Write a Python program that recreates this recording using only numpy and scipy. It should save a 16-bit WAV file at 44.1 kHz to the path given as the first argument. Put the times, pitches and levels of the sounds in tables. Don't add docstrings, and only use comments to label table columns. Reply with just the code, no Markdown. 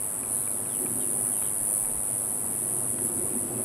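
import sys
import numpy as np
from scipy import signal
from scipy.io import wavfile
from scipy.ndimage import uniform_filter1d

SR = 44100
rng = np.random.default_rng(int(sys.argv[2]) if len(sys.argv) > 2 else 0)


def gain_from_db(level_db):
    decades = np.asarray(level_db, float) / 20
    return 10 ** decades


def unload_audio(sound):
    columns = np.transpose(np.atleast_2d(sound))
    steps = np.round(np.clip(columns, -1, 1) * 32767)
    wavfile.write(sys.argv[1], SR, steps.astype(np.int16))


N = 160524


def evened(x):
    return x / np.sqrt(np.mean(x ** 2) + 1e-20)


def along(points, t, column=1):
    table = np.array(points)
    return np.interp(t, table[:, 0], table[:, column])


def add(mix, start_s, sound):
    part = mix[round(start_s * SR):][:len(sound)]
    part += sound[:len(part)]


def wobble(rate_hz, t):
    rates = np.geomspace(rate_hz / 10, rate_hz, 20)
    return evened(sum(np.sin(2 * np.pi * (f * t + rng.random())) / np.sqrt(f) for f in rates))


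def fuzzy(hz, width_hz, size=N):
    r = np.exp(-np.pi * width_hz / SR)
    turn = np.exp(2j * np.pi * hz * np.arange(size) / SR)
    low = signal.lfilter([1], [1, -2 * r, r * r], rng.standard_normal(size) / turn)
    return evened((low * turn).real)


def hiss(points, patchy_db):
    frames = N // 256 + 5
    hz = np.fft.rfftfreq(1024, 1 / SR)
    a, b, patches = rng.standard_normal((frames, 513, 3)).T
    patches = uniform_filter1d(patches, size=10, axis=0)
    patches = evened(uniform_filter1d(patches, size=12, axis=1))
    f, db = np.transpose(points)
    shape_db = np.interp(np.log(hz + 1), np.log(f + 1), db)[:, None]
    spectra = (a + 1j * b) * gain_from_db(shape_db + patchy_db * patches)
    return evened(signal.istft(spectra, nperseg=1024, noverlap=768)[1][:N])


# t/s, length/s, level change/dB
LEAF_SHADES = [(0.447, .05, -2), (0.65, 0.054, -2), (1.513, 0.043, -1), (2.86, .025, -1.5),
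               (2.97, 0.047, -4.5), (3.056, .03, 3), (3.113, 0.021, -3.5), (3.21, 0.026, -1.5),
               (3.324, 0.028, -2.5)]


def shade_db(t):
    return sum(db * np.exp(-.5 * ((t - s) / (0.46 * length)) ** 2) for s, length, db in LEAF_SHADES)


RISE_MS, GLIDE = .135, .08


def rings(times_s, gains, hz, ring_ms, rise_ms=RISE_MS):
    at = np.floor(times_s * SR).astype(int)[:, None] + np.arange(-40, 160)
    ms = 1000 * (at / SR - times_s[:, None])
    shape = np.where(ms < 0, np.exp(-.5 * (ms / rise_ms) ** 2), 1 / np.cosh(ms / ring_ms))
    cycles = hz * ms / 1000 * (1 + GLIDE * np.tanh(ms / 2))
    wave = gains[:, None] * shape * np.cos(2 * np.pi * cycles)
    ok = (at >= 0) & (at < N)
    return np.bincount(at[ok], wave[ok], N)


BEAT_HZ, BEAT_JITTER_US, BEAT_SPREAD_DB = 102.1, 85, .4
# t/s, lag/cycle
BEAT_LAG = [(0, .4), (.3, .43), (.5, .49), (.6, .51), (.9, .55), (1.1, .56), (1.4, .5), (1.8, .535),
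            (2.3, .47), (2.7, .395), (2.9, .335), (3.2, .29), (3.64, .29)]
# delay/ms, f/Hz, level/dB, ring/ms, wander/us
RIBS = [
    (0, 10300, 0, .18, 1),
    (.74, 10600, -15, .15, 12),
    (1.272, 9480, -3.5, .36, 5),
    (2.219, 10300, -2.8, .2, 10),
    (3.392, 9400, -6.2, .28, 20),
    (4.08, 9400, -11, .3, 28),
    (5.06, 10700, -9, .1, 30),
]
RIB_SPREAD_DB = .8
RIB_OVERTONES = [-16, -8, -15, -16, -10, -13, -10]
OVERTONE_HZ, OVERTONE_RISE_MS, OVERTONE_RING_MS = 12350, .085, .095
OVERTONE_LEAD_MS, OVERTONE_WANDER_US = .18, 8
# t/s, level/dB
EARLY_POP = [(0, -24), (.3, -17), (.6, -22), (2.5, -20), (2.6, -10), (3.2, -10), (3.3, -22), (3.64, -16)]
EARLY_MS, EARLY_HZ, EARLY_RING_MS = -1.7, 10000, 0.32


def drum_strokes():
    k = np.arange(-1, int(N / SR * BEAT_HZ) + 1)
    chance = rng.standard_normal((len(k), 2 * len(RIBS) + 4))
    beat = (k + along(BEAT_LAG, k / BEAT_HZ)) / BEAT_HZ + 1e-6 * BEAT_JITTER_US * chance[:, 0]
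    level = gain_from_db(BEAT_SPREAD_DB * chance[:, 1])
    treble = gain_from_db(along(SINGER, beat, column=2) + 18.5 + .8 * shade_db(beat))
    early = beat + EARLY_MS / 1000 + 4e-5 * chance[:, 2]
    out = rings(early, gain_from_db(along(EARLY_POP, beat)), EARLY_HZ, EARLY_RING_MS)
    for j, (delay_ms, hz, db, ring_ms, wander_us) in enumerate(RIBS):
        drift = evened(uniform_filter1d(chance[:, 4 + 2 * j], size=3))
        pop = beat + delay_ms / 1000 + 1e-6 * wander_us * drift
        gain = level * gain_from_db(db + RIB_SPREAD_DB * chance[:, 5 + 2 * j])
        out += rings(pop, gain, hz, ring_ms)
        overtone = pop - OVERTONE_LEAD_MS / 1000 + 1e-6 * OVERTONE_WANDER_US * np.roll(drift, j + 3)
        out += rings(overtone, gain * treble * gain_from_db(RIB_OVERTONES[j]),
                     OVERTONE_HZ, OVERTONE_RING_MS, OVERTONE_RISE_MS)
    return out


SCATTER_DB, SCATTER_T60_S = -15, .03


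def leaf_scatter(song):
    t = np.arange(N) / SR
    tails = rng.standard_normal((2, 3000)) * gain_from_db(-60 * t[:3000] / SCATTER_T60_S)
    sway = 2.7 * wobble(3.6, t)
    out = np.zeros(N)
    for weight, tail in zip((np.cos(sway), np.sin(sway)), tails):
        out += signal.oaconvolve(song * weight, tail / np.linalg.norm(tail))[:N]
    return gain_from_db(SCATTER_DB) * out


# t/s, level/dB, treble/dB
SINGER = [(0.0, -32, -15), (0.02, -30.5, -16), (0.25, -33.5, -19), (0.35, -27.5, -20), (0.71, -32, -18),
          (0.78, -28.5, -18), (0.87, -30, -16), (1.35, -27.5, -19), (1.63, -29.5, -17), (1.73, -26.5, -16),
          (1.94, -31, -17), (2.11, -29.5, -21), (2.43, -31, -16), (2.74, -29, -20.5), (3.43, -30, -21),
          (3.48, -36, -13), (3.6, -32, -25), (3.64, -29.5, -15)]


def cicada():
    t = np.arange(N) / SR
    song = drum_strokes()
    return evened(song + leaf_scatter(song)) * gain_from_db(along(SINGER, t) + 0.21 + shade_db(t))


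# f/Hz, density/dB per Hz
CHORUS = [(6000, -31), (7300, -35), (7900, 2.5), (9000, -4.5), (10000, 0.5), (11500, -2), (12500, -20),
          (14500, -32), (16000, -30)]
CHORUS_DB = -40.5
# f/Hz, width/Hz, level/dB
CHORUS_LINES = [
    (8030, 60, -52),
    (8568, 35, -51),
    (8712, 60, -54),
    (9420, 120, -43),
]


def chorus():
    t = np.arange(N) / SR
    lines = sum(gain_from_db(db + 1.2 * wobble(2.74, t)) * fuzzy(hz, width) for hz, width, db in CHORUS_LINES)
    return gain_from_db(CHORUS_DB) * hiss(CHORUS, patchy_db=1.2) + lines


# t/s, level/dB
TRAFFIC_SWELL = [(0.0, -48), (0.04, -49.5), (0.77, -42), (0.84, -36.5), (0.87, -39), (1.32, -43),
                 (1.35, -45), (1.84, -49), (2.96, -40), (3.23, -37), (3.6, -38), (3.64, -37)]
# f/Hz, width/Hz, level/dB, share of swell
ENGINE_DRONE = [
    (118.8, 29, -4, 0.58),
    (240.9, 56.5, -2.5, 1.1),
    (358.5, 83, -5.5, 1.39),
    (499.6, 56, -20.5, 1.45),
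]
# t/s, f/Hz, width/Hz, level/dB
LATE_ENGINE = (3.5, 580, 160, -44.5)
# f/Hz, density/dB per Hz
AIR = [(12, -38), (25, -28), (62, -21.5), (105, 2.5), (170, -5), (650, -4.5), (1600, -17), (3610, -27),
       (5750, -30.5), (7000, -28.5), (9100, -59)]
AIR_DB = -42


def traffic():
    t = np.arange(N) / SR
    swell_db = along(TRAFFIC_SWELL, t) + 46
    drone = sum(gain_from_db(db - 47.5 + share * swell_db) * fuzzy(hz, width)
                for hz, width, db, share in ENGINE_DRONE)
    start_s, hz, width, db = LATE_ENGINE
    fade_in = np.clip((t - start_s) / 0.11, 0, 1)
    drone += gain_from_db(db) * fade_in * fuzzy(hz, width)
    return gain_from_db(AIR_DB - 1.5 + 0.05 * swell_db) * hiss(AIR, patchy_db=1.09) + drone


# t/s, peak/dB
TICKS = [
    (0.2339, -37),
    (0.4748, -37),
    (0.658, -44),
    (0.8624, -35.5),
    (1.4217, -39),
    (1.7085, -46),
    (1.8497, -46),
]
# f/Hz, level/dB, T60/s
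TICK_MODES = [(1250, 3.5, .011), (1600, 3, .010), (1950, 0, .008), (2420, 1.5, .014), (3300, -12, .006)]


def ticks():
    out, t = np.zeros(N), np.arange(900) / SR
    for s, peak_db in TICKS:
        ring = sum(gain_from_db(db - 60 * t / t60) * np.sin(2 * np.pi * hz * rng.uniform(.96, 1.04) * t)
                   for hz, db, t60 in TICK_MODES)
        add(out, s, gain_from_db(peak_db + 3) * np.minimum(t / .001, 1) * ring)
    return out


# t/s, length/s, level/dB, f/Hz, width/Hz
CHATTER = [
    (.29, .18, -64, 4120, 150),
    (.46, .11, -66, 4200, 150),
    (.993, .05, -60, 3700, 450),
    (1.41, .11, -58, 3100, 500),
    (1.37, .14, -64, 3800, 300),
]


def chatter():
    out = np.zeros(N)
    for s, length, db, hz, width in CHATTER:
        t = np.arange(0, length, 1 / SR)
        swell = np.sqrt(np.sin(np.pi * t / length))
        flutter = 1 + 0.83 * np.sin(2 * np.pi * 70 * t)
        add(out, s, gain_from_db(db) * swell * flutter * fuzzy(hz, width, size=len(t)))
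    return out


# t/s, length/s, level/dB, start f/Hz, end f/Hz
WHISTLES = [
    (.685, .09, -63, 3750, 2650),
    (.988, .062, -59, 3450, 2650),
    (1.312, .075, -62.5, 3450, 2600),
]


def whistles():
    out = np.zeros(N)
    for s, length, db, start_hz, end_hz in WHISTLES:
        u = np.arange(0, length, 1 / SR) / length
        phase = 2 * np.pi * np.cumsum(start_hz + (end_hz - start_hz) * u) / SR
        note = np.sin(np.pi * u ** 1.4) ** .4 * np.sin(phase)
        echo = 0.064 * rng.standard_normal(3000) * gain_from_db(-60 * np.arange(3000) / SR / 0.18)
        echo[0] = 1
        add(out, s, gain_from_db(db + 3) * np.convolve(note, echo))
    return out


# centre t/s, half length/s, f/Hz, level/dB
GUSTS = [
    (1.63, .045, 33, -53),
    (1.86, .075, 36, -53),
    (1.93, .05, 25, -54),
    (1.98, .04, 50, -48),
    (1.23, .04, 32, -57),
]


def gusts():
    out = np.zeros(N)
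    for s, length, hz, db in GUSTS:
        t = np.arange(0, length * 2, 1 / SR)
        add(out, s - length, gain_from_db(db + 6.5) * np.hanning(len(t)) * np.sin(2 * np.pi * hz * t))
    return out


# t/s, level/dB, f/Hz
SNAPS = [
    (2.9865, -33, 1950),
    (1.671, -45, 3500),
]


def snaps():
    out, t = np.zeros(N), np.arange(900) / SR
    for s, db, hz in SNAPS:
        tone = .25 * gain_from_db(-60 * t / .03) * np.sin(2 * np.pi * hz * t)
        crack = sum((-1) ** j * np.sin(2 * np.pi * hz * ratio * t) / (1 + ratio * ratio)
                    for j, ratio in enumerate((.5, .75, 1.35, 1.7, 2.1, 2.8)))
        add(out, s, gain_from_db(db) * (tone + gain_from_db(-60 * t / .012) * crack))
    return out


def scene():
    steady = cicada() + chorus() + traffic()
    return (steady + ticks() + chatter() + whistles() + gusts() + snaps())[None]


def low_pass(x):
    return signal.sosfilt(signal.butter(12, 15980, fs=SR, output="sos"), x)


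def record(dry):
    lowpass = signal.firwin(1023, 15810, window=("kaiser", 9), fs=SR)
    limited = signal.oaconvolve(dry, lowpass[None], "same")
    return low_pass(limited)


dry = scene()
out = record(dry)
unload_audio(out)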